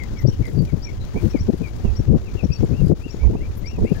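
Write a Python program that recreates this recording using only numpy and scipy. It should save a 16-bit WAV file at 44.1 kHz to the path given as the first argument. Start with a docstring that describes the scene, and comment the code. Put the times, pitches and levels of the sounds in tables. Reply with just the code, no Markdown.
"""A bicycle on a paved path, heard close up from the two microphone ports of the rider's camera.
From the start wind rumbles on both; the right port is covered, so the bicycle is heard on the left.
Tyres hiss, the chain sizzles with the crank, and the dry drivetrain chirps and ticks. Within the first
second the pedal strokes begin to squeak, metal pings thinly, puffs of wind strike and a part rubs.
The hiss swells once, the treble dips briefly twice, and raspy squeals join in towards the end."""
import sys
import numpy as np
from scipy import signal
from scipy.fft import rfft, irfft, next_fast_len
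from scipy.io import wavfile
from scipy.ndimage import uniform_filter1d, minimum_filter1d, map_coordinates

SR = 44100
rng = np.random.default_rng(int(sys.argv[2]) if len(sys.argv) > 2 else 0)


def wav_record(signal):
    """Record a signal, one row per channel, as 16-bit PCM in the file named by sys.argv[1]."""
    frames = np.transpose(np.atleast_2d(signal))
    bounded = np.clip(frames, -1, 1)
    # unit amplitude maps onto the largest positive 16-bit level
    quanta = np.round(bounded * 32767).astype(np.int16)
    wavfile.write(sys.argv[1], SR, quanta)


N = 176400


def amp(db):
    """Decibels to gain."""
    return 10 ** (np.asarray(db) / 20)


def unit(x):
    """Scale to rms 1."""
    return x / np.sqrt(np.mean(x ** 2) + 1e-20)


def clock():
    """Time of every sample, in seconds."""
    return np.arange(N) / SR


def wobble(rate):
    """A smooth random curve, rate knots a second."""
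    return map_coordinates(rng.standard_normal(8192), [clock() * rate + 2], mode="wrap")


def filtered(x, response):
    """Filter x by a gain given as a function of frequency."""
    size = next_fast_len(N + SR // 2)
    return irfft(rfft(x, size) * response(np.fft.rfftfreq(size, 1 / SR)), size)[..., :N]


def noise(spectrum):
    """Noise of rms 1 coloured by rows of freq_hz, gain_db."""
    freq_hz, gain_db = np.transpose(spectrum)
    white = rng.standard_normal(N)
    return unit(filtered(white, lambda hz: amp(np.interp(np.log(hz + 1), np.log(freq_hz), gain_db))))


def even(x, size):
    """Even out the slow swells of a noise over size samples."""
    return x / np.sqrt(np.abs(uniform_filter1d(uniform_filter1d(x * x, size), size)) + 0.01)


def bell(centre_s, length_s):
    """A swell with steep flanks whose energy spans about length_s."""
    return np.exp(-2 * np.minimum(np.abs((clock() - centre_s) / length_s) ** 1.9, 20))


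def stick_slip(centre_s, half_s, hz, glide_hz=0, arch=0):
    """One friction note: it swells for half_s and fades for half_s; its pitch can glide and arch."""
    note = np.zeros(N)
    span = slice(max(0, int((centre_s - half_s) * SR)), int((centre_s + half_s) * SR))
    t = clock()[span] - centre_s
    pitch_hz = hz + glide_hz * t / half_s - arch * t ** 2
    envelope = np.cos(np.pi / 2 * t / half_s) ** 2
    note[span] = np.sqrt(2) * envelope * np.sin(2 * np.pi * np.cumsum(pitch_hz) / SR)
    return note


def roughen(x, rate, rough, jitter_s):
    """Uneven grip shakes a note's level and phase."""
    return np.interp(clock() + jitter_s * wobble(rate), clock(), x) * (1 + rough * wobble(rate))


# Spectra of the air flowing over the open and the covered port: freq_hz, gain_db
AIR_OPEN = [(15, -6), (65, -0.5), (200, -14), (500, -25), (2000, -65)]
AIR_COVERED = [(15, -7), (60, 2), (110, -0.5), (170, -30), (400, -19.5), (600, -43.5), (8000, -76),
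               (14500, -66)]

def wind_rumble():
    """Air rumbles right on each port, left then right; under the cover only the bass surges."""
    left = unit(even(noise(AIR_OPEN), size=2000) * amp(3.5 * wobble(35)))
    covered = even(noise(AIR_COVERED), size=2000)
    bass = filtered(covered, lambda hz: hz < 200)
    right = unit(bass * amp(5.5 * wobble(24))) + covered - bass
    return np.array([amp(-26.5) * left, amp(-28.5) * right])


# Spectrum of the tyres on asphalt: freq_hz, gain_db
TYRE_SPECTRUM = [(150, 8), (500, 14.5), (1500, 7.5), (3000, 2), (6700, 0.5), (8000, -12.5), (12000, -16.5),
                 (15000, -10)]
# Their hiss along the path: time_s, level_db
TYRE_LEVEL = [(0, -43), (.85, -45.5), (1.26, -42.5), (1.45, -42.5), (3.7, -46.5), (4, -40.5)]

def tyres():
    """Tyres hiss on coarse asphalt below the camera, with one brighter swell."""
    level_db = np.interp(clock(), *np.transpose(TYRE_LEVEL))
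    hiss = amp(level_db + 1.16 * wobble(8.8)) * noise(TYRE_SPECTRUM)
    swell = amp(-52.5) * bell(centre_s=1.237, length_s=0.15) * rng.standard_normal(N)
    return (hiss + swell) * amp(1.8 * wobble(130))


# Resonances of the chain's links: pitch_hz
LINK_MODES = [4833, 7240, 8690, 10250, 11600, 12800, 14300]

def chain(width_hz=150, turn_s=1.13, peak_s=0.53):
    """Links rattle over the sprockets and ring, swelling once in each turn of the crank."""
    def links(hz):
        return sum(1 / (1 + 2j * (hz - mode) / width_hz) ** 2 / mode for mode in LINK_MODES)
    rattle = rng.standard_normal(N) * amp(5.5 * wobble(150))
    level_db = -63 + 6.5 * np.cos(2 * np.pi * (clock() - peak_s) / turn_s)
    return unit(filtered(rattle, links)) * amp(level_db)


ARCH_HZ_PER_S2 = 150000  # bends the pitch down at both ends of a chirp or squeal
# Friction chirps of the drivetrain: centre_s, pitch_hz, glide_hz, level_db
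CHIRPS = [(0.009, 2190, -220, -34.5), (0.191, 2160, -300, -39), (0.334, 3030, -150, -50),
          (0.455, 2150, -250, -37.5), (0.695, 2295, -350, -47.5), (0.875, 2330, -180, -38),
          (1.176, 2330, 77, -40), (1.357, 2350, -300, -39.5), (1.655, 2380, -250, -37.5),
          (1.87, 2720, -300, -48), (2.277, 2590, -400, -46), (2.397, 2650, -330, -39),
          (2.524, 2565, 154, -42.5), (3.224, 2280, 37, -42.5), (3.43, 2250, 296, -43.5),
          (3.663, 2250, 304, -41), (3.875, 2250, 348, -40), (3.97, 1727, -5, -41.5)]

def drivetrain_chirps(half_s=0.036, trail_delay_s=0.028):
    """Dry drivetrain parts chirp a few times a second, each trailing off in a softer rasp."""
    notes = sum(amp(db) * stick_slip(s, half_s, hz, glide, ARCH_HZ_PER_S2)
                for s, hz, glide, db in CHIRPS)
    trails = sum(amp(db - 7) * stick_slip(s + trail_delay_s, half_s, hz + glide / 2)
                 for s, hz, glide, db in CHIRPS)
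    chirps = roughen(notes, rate=230, rough=0.5, jitter_s=50e-6)
    return chirps + roughen(trails, rate=300, rough=0.5, jitter_s=80e-6)


# Single ticks of the drivetrain: start_s, level_db
TICKS = [(.035, -33), (.454, -36), (.651, -37), (1.05, -37.5), (1.763, -41.5)]
# Spectrum of ticks and grit: freq_hz, gain_db
TICK_SPECTRUM = [(800, 2), (6000, 4), (8500, -7)]

def ticks_and_grit(t60_s=0.026, grit_per_s=79, grit_db=-52.5):
    """Sharp drivetrain ticks over a patter of fine grit, each a fast-dying burst of noise."""
    grit = [(s, grit_db) for s in rng.uniform(0, N / SR, int(grit_per_s * N / SR))]
    hits = np.zeros(N)
    for s, db in list(TICKS) + grit:
        hits[min(int(s * SR), N - 1)] += amp(db) ** 2
    decay = amp(-60 * clock()[:SR // 10] / t60_s)
    power = signal.fftconvolve(hits, decay ** 2)[:N]
    return np.sqrt(np.abs(power)) * noise(TICK_SPECTRUM)


# One squeak to each pedal stroke: centre_s, level_db
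PEDAL_SQUEAKS = [(0.285, -33.5), (0.844, -34), (1.407, -36.5), (1.975, -39), (2.541, -31.5), (3.112, -40),
                 (3.682, -33)]

def pedals(pitch_hz=5594, half_s=0.019, blip_s=0.015):
    """Each stroke squeaks and rings after a short, dry, lower blip; one of the pedals scrapes first."""
    scrapes = sum(amp(db - 8.5) * stick_slip(s - 0.097, half_s, pitch_hz, glide_hz=300)
                  for s, db in PEDAL_SQUEAKS[:-1:2])
    blips = sum(amp(db - 7.5) * stick_slip(s - blip_s, blip_s, hz=4890) for s, db in PEDAL_SQUEAKS)
    squeaks = sum(amp(db) * stick_slip(s, half_s, pitch_hz) for s, db in PEDAL_SQUEAKS)
    return blips + frame_ring(roughen(scrapes + squeaks, rate=200, rough=0.45, jitter_s=22e-6))


def frame_ring(squeaks, t60_s=0.15, rise_s=0.0087):
    """Squeaks linger briefly in the metalwork."""
    t = clock()[:SR // 3]
    tail = rng.standard_normal(len(t)) * amp(-60 * t / t60_s) * (1 - np.exp(-t / rise_s))
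    return squeaks + amp(-5.5) * signal.fftconvolve(squeaks, tail / np.linalg.norm(tail))[:N]


# Thin metallic pings: centre_s, half_length_s, pitch_hz, level_db
PINGS = [(.213, .03, 13520, -53), (3.585, .03, 13520, -48), (3.575, .015, 10120, -51),
         (3.14, .08, 6885, -56)]

def pings():
    """Now and then a small metal part sings thinly."""
    return sum(amp(db) * stick_slip(s, half_s, hz) for s, half_s, hz, db in PINGS)


# Puffs of wind on the open and the covered port: centre_s, length_s, thump_db, flutter_db
PUFFS_OPEN = [(0.253, 0.014, 7, -4), (0.288, 0.015, -5.5, -13.5), (0.409, 0.021, -9.5, -20),
              (0.598, 0.063, -9.5, -18.5), (0.738, 0.018, -10, -19.5), (1.253, 0.039, -10.5, -15),
              (1.352, 0.013, -17, -8.5), (1.413, 0.017, -14.5, -39), (1.496, 0.013, -12.5, -1.5),
              (1.54, 0.012, -46, -16), (1.613, 0.019, -21.5, -19), (2.004, 0.017, -9.5, -20),
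              (2.103, 0.031, -2.5, -12), (2.146, 0.027, -3.5, -1), (2.356, 0.011, -16.5, -19.5),
              (2.446, 0.022, -11.5, -12), (2.506, 0.018, -10, -28.5), (2.607, 0.024, -11.5, -22),
              (2.638, 0.017, -12, -6.5), (2.725, 0.039, -11.5, -17), (2.83, 0.049, -7.5, -22),
              (2.871, 0.0055, -7, -9.5), (2.912, 0.026, -5, -6.5), (3.064, 0.0071, -35, -20.5),
              (3.146, 0.0046, -26, -20), (3.326, 0.06, -19.5, -21.5), (3.837, 0.037, -21, -14),
              (3.921, 0.015, -10, -9)]
PUFFS_COVERED = [(1.026, 0.25, -29.5, -46), (1.166, 0.025, -33, -17), (1.433, 0.095, -21, -42),
                 (1.851, 0.015, -13, -17.5), (1.892, 0.07, -11.5, -32.5), (2.149, 0.097, -19.5, -35.5),
                 (3.261, 0.049, -5, -21), (3.348, 0.02, -34, -20), (3.79, 0.013, -35, -15),
                 (3.83, 0.037, -10.5, -24)]
# Spectra of a puff's thump and flutter at each port: freq_hz, gain_db
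THUMP_OPEN = [(15, -29), (65, -4.5), (110, -1.5), (170, -5), (1200, -120)]
THUMP_COVERED = [(15, -3), (60, 7.5), (105, 3), (1400, -120)]
FLUTTER_OPEN = [(100, -17), (180, 0), (300, -1.5), (480, -12), (640, -25.5), (1000, -40), (5000, -120)]
FLUTTER_COVERED = [(120, -22.5), (215, 3), (290, -10), (420, -8.5), (560, -23), (1000, -27.5), (1700, -69)]

def wind_puffs(puffs, thump_spectrum, flutter_spectrum, eddies_db):
    """Eddies strike a port with a low thump and a lumpy flutter; small ones flutter in between."""
    thump_gain = np.sqrt(sum((amp(db) * bell(s, length)) ** 2 for s, length, db, _ in puffs))
    flutter_gain = np.sqrt(sum((amp(db) * bell(s, length)) ** 2 for s, length, _, db in puffs))
    small_eddies = amp(eddies_db + 5.5 * np.minimum(wobble(20), 2))
    lumps = unit(amp(3.3 * wobble(110)))
    thump = even(noise(thump_spectrum), size=500)
    flutter = even(noise(flutter_spectrum), size=180) * lumps
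    return thump_gain * thump + np.hypot(flutter_gain, small_eddies) * flutter


# Short dry rubs: centre_s, pitch_hz, level_db
RUBS = [(.595, 4600, -45), (1.03, 4000, -48), (2.567, 4550, -47)]

def rubs(half_s=0.047):
    """Now and then a part rubs, too unevenly to hold a pitch."""
    notes = sum(amp(db) * stick_slip(s, half_s, hz) for s, hz, db in RUBS)
    return roughen(notes, rate=260, rough=0.7, jitter_s=30e-6)


# Brief dips in the treble: centre_s, length_s, depth_db
DIPS = [(1.513, 0.019, 3.5), (2.94, 0.026, 15.5)]

def treble_dips():
    """A gain that briefly lowers the bicycle; against the low wind, the treble seems to dip."""
    return amp(-sum(depth_db * bell(s, length) ** 2 for s, length, depth_db in DIPS))


# Longer squeals of the drivetrain: centre_s, level_db
SQUEALS = [(2.784, -45), (3.066, -43.5), (3.407, -51.5), (3.726, -46.5), (3.902, -46.5)]

def drivetrain_squeals(half_s=0.086, top_hz=2797):
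    """Squeals rise and fall in pitch, rasping as the dry parts keep losing their grip."""
    notes = sum(amp(db) * stick_slip(s, half_s, top_hz, arch=ARCH_HZ_PER_S2) for s, db in SQUEALS)
    grip = unit(amp(3 * wobble(60)))
    return roughen(notes * grip, rate=230, rough=0.5, jitter_s=50e-6)


def scene(cover_db=-50):
    """At the rider's camera: wind on both ports, the bicycle close by and shut out on the right."""
    rumble = wind_rumble()
    bicycle = tyres() + chain() + drivetrain_chirps() + ticks_and_grit()
    bicycle += pedals() + pings() + rubs() + drivetrain_squeals()
    bicycle *= treble_dips()
    left_puffs = wind_puffs(PUFFS_OPEN, THUMP_OPEN, FLUTTER_OPEN, eddies_db=-44)
    right_puffs = wind_puffs(PUFFS_COVERED, THUMP_COVERED, FLUTTER_COVERED, eddies_db=-55)
    return rumble + np.array([left_puffs + bicycle, right_puffs + amp(cover_db) * bicycle])


def record(dry):
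    """The camera's limiter holds down the strongest puffs; nothing passes above its band limit."""
    ceiling, top_hz = 0.79, 15850
    needed_gain = ceiling / np.maximum(np.abs(dry), ceiling)
    smooth_gain = uniform_filter1d(minimum_filter1d(needed_gain, size=401), size=401)
    return filtered(dry * smooth_gain, lambda hz: hz < top_hz)


dry = scene()
out = record(dry)
wav_record(out)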